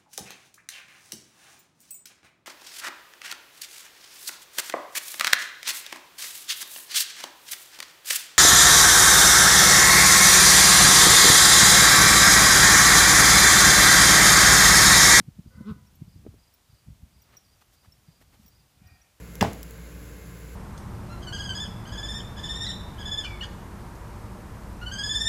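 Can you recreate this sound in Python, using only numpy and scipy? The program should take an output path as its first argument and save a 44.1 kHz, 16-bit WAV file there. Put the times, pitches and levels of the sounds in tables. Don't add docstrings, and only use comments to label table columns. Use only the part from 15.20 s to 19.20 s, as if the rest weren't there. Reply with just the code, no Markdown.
import sys
import numpy as np
from scipy import signal
from scipy.fft import rfft, irfft
from scipy.io import wavfile
from scipy.ndimage import uniform_filter1d

SR = 44100
rng = np.random.default_rng(int(sys.argv[2]) if len(sys.argv) > 2 else 0)


def int16_out(signal):
    q = np.round(np.clip(np.atleast_2d(signal).T, -1, 1) * 32767)
    wavfile.write(sys.argv[1], SR, q.astype(np.int16))


N = 176400

# freq_hz, level_db
RUSTLE_SPECTRUM = [(120, -6), (250, 5.5), (500, -2.5), (1200, -0.5), (2200, -4), (4000, -9.5), (9000, -28)]


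def hooves(thud_cycles=.57, firm_db=-32.5, press_s=.0066, sod_rise_s=.014, sod_decay_s=.019):
    # centre_s, level_db, pitch_hz
    steps = [(.004,-31.5,186), (.086,-33,122), (.194,-32,169), (.263,-38.5,197), (.277,-38,84),
             (.357,-40.5,106), (.384,-33.5,142), (.411,-31,213), (.511,-28,125), (.523,-31,150),
             (.564,-40.5,180), (.628,-43,100), (.8216,-32,128), (.882,-40,122), (.963,-36,92),
             (.996,-42,86), (1.09,-38.5,107), (1.501,-49.5,100), (1.536,-46,101), (1.684,-36,124),
             (1.707,-41,120), (1.724,-40,67), (1.836,-38,71), (1.968,-46.5,80), (2.684,-45.5,79),
             (2.889,-41,116), (3.2,-48,172), (3.256,-50,187), (3.62,-47.5,170), (3.665,-45,72),
             (3.723,-44.5,110)]
    # freq_hz, level_db
    sod_spectrum = [(25, -20), (60, 4), (130, 4), (220, 0), (340, -23.5), (800, -45)]
    # freq_hz, level_db
    grass_spectrum = [(150, -10), (270, 6), (400, -12.5), (540, -17.5), (800, -34), (3000, -48)]
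    thuds, shake_power, press = np.zeros((3, N))
    t = np.arange(-SR // 10, SR // 2) / SR
    for centre_s, db, hz in steps:
        start_s = centre_s + t[0]
        bounce = np.exp(-np.abs(t * hz / thud_cycles) ** 2.15)
        add(thuds, start_s, -undb(db) * np.sin(2 * np.pi * hz * t) * bounce)
        shake = undb(db) * np.exp(np.minimum(t / sod_rise_s, -t / sod_decay_s))
        add(shake_power, start_s, shake ** 2)
        weight = undb(db + min(db - firm_db, 0)) * (hz / 170) ** 2
        add(press, start_s, weight * np.exp(-(t / press_s) ** 2))
    sod = undb(-12.5) * np.sqrt(shake_power) * noise(sod_spectrum)
    grass = undb(-12) * press * noise(grass_spectrum)
    return thuds + sod + grass


def wood_knock(contact_s=.001, crack_s=.008):
    # start_s, level_db
    hits = [(1.051, -45.5), (1.0648, -32.5), (1.071, -43), (1.141, -49)]
    # freq_hz, level_db, t60_s
    modes = [(236, 1, 0.1), (308, 7.5, 0.035), (390, 6, 0.043), (558, -6.5, .04), (670, -17, .03),
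             (1310, -18, .02)]
    crack_spectrum = [(550, 1), (850, -12), (1400, -10.5), (2500, -20), (12000, -53)]  # freq_hz, level_db
    out, t = np.zeros(N), np.arange(SR // 4) / SR
    ring = sum(undb(db - 60 * t / t60) * np.sin(2 * np.pi * hz * t) for hz, db, t60 in modes)
    ring *= 1 - np.exp(-(t / contact_s) ** 2)
    for start_s, db in hits:
        crack = noise(crack_spectrum)[:len(t)] * np.exp(-t / crack_s)
        add(out, start_s, undb(db) * (.46 * ring + undb(-17) * crack))
    return out


def snort():
    # time_s, level_db
    breath = [(.27, -84), (.3, -69), (.335, -61.5), (.38, -60.5), (.42, -62), (.455, -58.5), (.5, -60),
              (.545, -65), (.585, -66), (.635, -76), (.675, -72), (.75, -82)]
    # freq_hz, width_hz, level_db, fully_open_s
    nose = [(513,30,-3,.32), (1010,15,1.5,.39), (1265,65,-3, .28), (1500,28,0,.32), (2045,25,-7,.36),
            (1920,150,-11, .33)]
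    return nose_blow(breath, nose, flutter_db=1.5) + grunt()


def soft_blow():
    # time_s, level_db
    breath = [(3.54, -87), (3.63, -69.5), (3.69, -64), (3.78, -68.5), (3.9, -74), (4, -98)]
    # freq_hz, width_hz, level_db, fully_open_s
    nose = [(745,46,0,3.65), (1440,270,-1,3.6), (1875,22,1,3.68), (2425,130,3,3.62)]
    return nose_blow(breath, nose, flutter_db=1.2)


def nose_blow(breath, resonances, flutter_db, opening_s=.07, rise_per_db=.0015):
    t, freqs = times(), np.fft.fftfreq(N, 1 / SR)
    time_s, level_db = np.array(breath).T
    effort_db = np.interp(t, time_s, level_db) - level_db.max()
    phase_per_hz = 2 * np.pi * np.cumsum(1 + rise_per_db * effort_db) / SR
    out = 0
    for hz, width_hz, db, open_s in resonances:
        turbulence = np.fft.ifft(np.fft.fft(rng.standard_normal(N)) / (1 + (freqs / width_hz) ** 2))
        turbulence /= np.sqrt(np.abs(turbulence))
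        tone = unit((turbulence * np.exp(1j * hz * phase_per_hz)).real)
        opening = np.clip(1 + (t - open_s) / opening_s, 0, 1)
        out += undb(db) * tone * opening
    out /= np.linalg.norm(undb(np.array(resonances)[:, 2]))
    return out * swell(breath) * undb(flutter_db * walk(70))


def grunt(roughness=.0164):
    # time_s, pitch_hz, level_db
    contour = [(.44, 186, -58), (0.463, 200, -40.5), (0.477, 211, -34.5), (.49, 216, -31.5),
               (0.505, 216, -32), (0.52, 211, -38), (.535, 204, -48), (0.56, 206, -62)]
    # freq_hz, level_db
    throat = [(210, 4.5), (430, -11), (640, -45), (850, -36), (1070, -16), (1280, -20), (1500, -20),
              (1750, -60), (2500, -37), (4000, -50)]
    # freq_hz, level_db
    air_spectrum = [(300, -11), (1200, -6), (2000, -6), (3700, 3.5), (5500, -8.5), (8000, -26),
                    (15000, -35)]
    # time_s, level_db
    rasp_curve = [(.445,-70), (.49,-56), (.515,-55), (.56,-72)]
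    # freq_hz, level_db
    rasp_spectrum = [(700, -40), (1050, -6), (1220, 0), (1380, -4), (1600, -22), (2200, -42)]
    time_s, pitch_hz, _ = np.array(contour).T
    hz = np.interp(times(), time_s, pitch_hz) * (1 + roughness * walk(250))
    phase = 2 * np.pi * np.cumsum(hz) / SR
    push = swell(contour)
    voice = push * unit(sum(colour(throat, k * hz) * np.sin(k * phase) for k in range(1, 14)))
    air = push * undb(-28.5) * noise(air_spectrum)
    rasp = swell(rasp_curve) * noise(rasp_spectrum)
    pulsing = 1 + .5 * np.sin(phase)
    return voice + (air + rasp) * pulsing + undb(-20) * echo(voice, decay_s=.09)


def metal_tinks(top_hz=15155, tail_hz=5464, hold_s=.011, tail_s=.035, tick_s=.003, waver=.008):
    # start_s, low_mode_hz, low_mode_db, high_modes_db, top_mode_db
    strikes = [(.669,5510,-62,-71,-73), (.753,5600,-69,-56,-69), (1.338,5560,-61,-58,-57),
               (2.018,5800,-59,-60,-58), (2.1685,5700,-44,-57,-56), (2.721,5450,-52.5,-66,-64),
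               (3.26,5720,-60,-60,-55), (3.279,5600,-57,-56,-53), (3.671,5750,-60,-65,-62),
               (3.8157,5770,-57,-73,-80)]
    # freq_hz, offset_db
    high_modes = [(11500, -9), (11715, -7), (12150, -6)]
    out, t = np.zeros(N), np.arange(SR // 6) / SR
    attack = 1 - np.exp(-t / .0005)
    envelope = attack * np.exp(-(t / hold_s) ** 2)
    tail = undb(-21) * attack * np.exp(-t / tail_s) * np.sin(2 * np.pi * tail_hz * t)
    for start_s, low_hz, low_db, high_db, top_db in strikes:
        phase_per_hz = 2 * np.pi * np.cumsum(1 + waver * walk(900)[:len(t)]) / SR
        modes = [(low_hz, low_db), (top_hz, top_db)] + [(hz, high_db + db) for hz, db in high_modes]
        ring = envelope * sum(undb(db) * np.sin(hz * phase_per_hz) for hz, db in modes)
        tick = undb(high_db - 9) * rng.standard_normal(len(t)) * np.exp(-t / tick_s)
        add(out, start_s, tick + ring + undb(low_db) * tail)
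    return out


def rustles(grain_depth=.2):
    # start_s, length_s, body_db, treble_db
    rubs = [(2.015, 0.21, -66.5, -84), (2.118, 0.055, -67, -72), (2.406, 0.026, -61, -62),
            (2.513, 0.053, -71, -63.5), (2.62, 0.055, -66, -70), (2.848, 0.093, -72, -85),
            (3.003, 0.032, -62, -63.5), (3.115, 0.055, -61.5, -67), (3.157, 0.16, -72, -68.5)]
    # freq_hz, level_db
    treble_spectrum = [(1000, -31), (4000, -5), (6500, -5.5), (9000, -9.5), (15000, -7.5)]
    t, body_gain, treble_gain = times(), 0, 0
    for start_s, length_s, body_db, treble_db in rubs:
        arch = np.sin(np.pi * np.clip((t - start_s) / length_s, 0, 1))
        body_gain += undb(body_db) * arch
        treble_gain += undb(treble_db) * arch
    body = noise(RUSTLE_SPECTRUM) * unit(np.exp(grain_depth * walk(400)))
    return body_gain * body + treble_gain * noise(treble_spectrum)


def snaps(decay_s=.0022):
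    # start_s, level_db, pitch_hz
    cracks = [(2.14,-54,1800), (2.4215,-50,1200), (2.648,-51,1200), (2.659,-54,1700), (3.014,-51,700)]
    out, t = np.zeros(N), np.arange(SR // 30) / SR
    for start_s, db, hz in cracks:
        crack = np.sin(2 * np.pi * hz * t) + undb(-8) * noise(RUSTLE_SPECTRUM)[:len(t)]
        add(out, start_s, undb(db) * crack * np.exp(-t / decay_s))
    return out


def chirps(pitch_hz=4856, note_s=.0372, spacing_s=.04, waver=.026):
    # start_s, level_db
    calls = [(.268, -69), (.878, -69), (1.18, -66.5), (1.492, -67), (1.938, -67.5), (2.235, -67),
             (2.558, -67.5), (2.864, -66.5), (3.303, -65.5), (3.652, -65)]
    out, progress = np.zeros(N), np.linspace(0, 1, int(note_s * SR))
    droop_hz = 1220 * (progress - .37) ** 2
    for start_s, db in calls:
        for k in range(3):
            hz = pitch_hz * (1 + waver * walk(500)[:len(progress)]) - droop_hz
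            note = np.sin(np.pi * progress) * np.sin(2 * np.pi * np.cumsum(hz) / SR)
            add(out, start_s + k * spacing_s, undb(db) * note)
    return out + undb(-6) * echo(out)


def field(hiss_db=-66.3):
    # freq_hz, level_db
    hiss_spectrum = [(180, -8), (300, -1), (353, -3), (775, -1.5), (1730, -6), (2970, -6), (4690, -7),
                     (15000, -12)]
    # freq_hz, level_db
    rumble_spectrum = [(20, -26), (50, 5), (130, -2), (220, -10), (400, -24), (1000, -49.5)]
    # time_s, level_db
    rumble_curve = [(0, -61), (.6, -58), (1.15, -55), (1.35, -70.5), (1.85, -61), (2.1, -63), (2.55, -67.5),
                    (3.2, -62.5), (3.7, -62), (4, -73)]
    rumble = noise(rumble_spectrum) * swell(rumble_curve) * undb(1.8 * walk(11))
    return undb(hiss_db) * noise(hiss_spectrum) + rumble


def echo(x, decay_s=.12):
    t = np.arange(SR // 2) / SR
    tail = rng.standard_normal(len(t)) * np.exp(-t / decay_s)
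    return signal.fftconvolve(x, tail / np.linalg.norm(tail))[:N]


def undb(db):
    return 10 ** (np.asarray(db) / 20)


def unit(x):
    return x / np.sqrt(np.mean(x ** 2))


def times():
    return np.arange(N) / SR


def swell(rows):
    rows = np.array(rows)
    return undb(np.interp(times(), rows[:, 0], rows[:, -1], left=-200, right=-200))


def colour(spectrum, hz):
    freq_hz, level_db = np.array(spectrum).T
    return undb(np.interp(np.log(np.maximum(hz, 1)), np.log(freq_hz), level_db))


def noise(spectrum):
    gains = colour(spectrum, np.fft.rfftfreq(N, 1 / SR))
    return unit(irfft(rfft(rng.standard_normal(N)) * gains, N))


def walk(rate_hz):
    hold = max(int(SR / rate_hz), 1)
    stairs = np.repeat(rng.standard_normal(N // hold + 1), hold)
    return unit(uniform_filter1d(stairs, hold)[:N])


def add(out, start_s, sound):
    i = int(round(start_s * SR))
    sound = sound[max(-i, 0):max(N - i, 0)]
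    out[max(i, 0):max(i, 0) + len(sound)] += sound


def scene():
    first_blow = snort()
    metal = tinks = metal_tinks()
    horse = hooves() + wood_knock() + first_blow + soft_blow()
    nearby = metal + .2 * echo(metal) + rustles() + snaps()
    return (horse + nearby + chirps() + field())[None]


def record(dry, low_cut_hz=28, high_cut_hz=15400):
    thinned = signal.sosfilt(signal.butter(2, low_cut_hz, "high", fs=SR, output="sos"), dry)
    return signal.sosfilt(signal.ellip(10, .2, 70, high_cut_hz, fs=SR, output="sos"), thinned)


dry = scene()
out = record(dry)
int16_out(out)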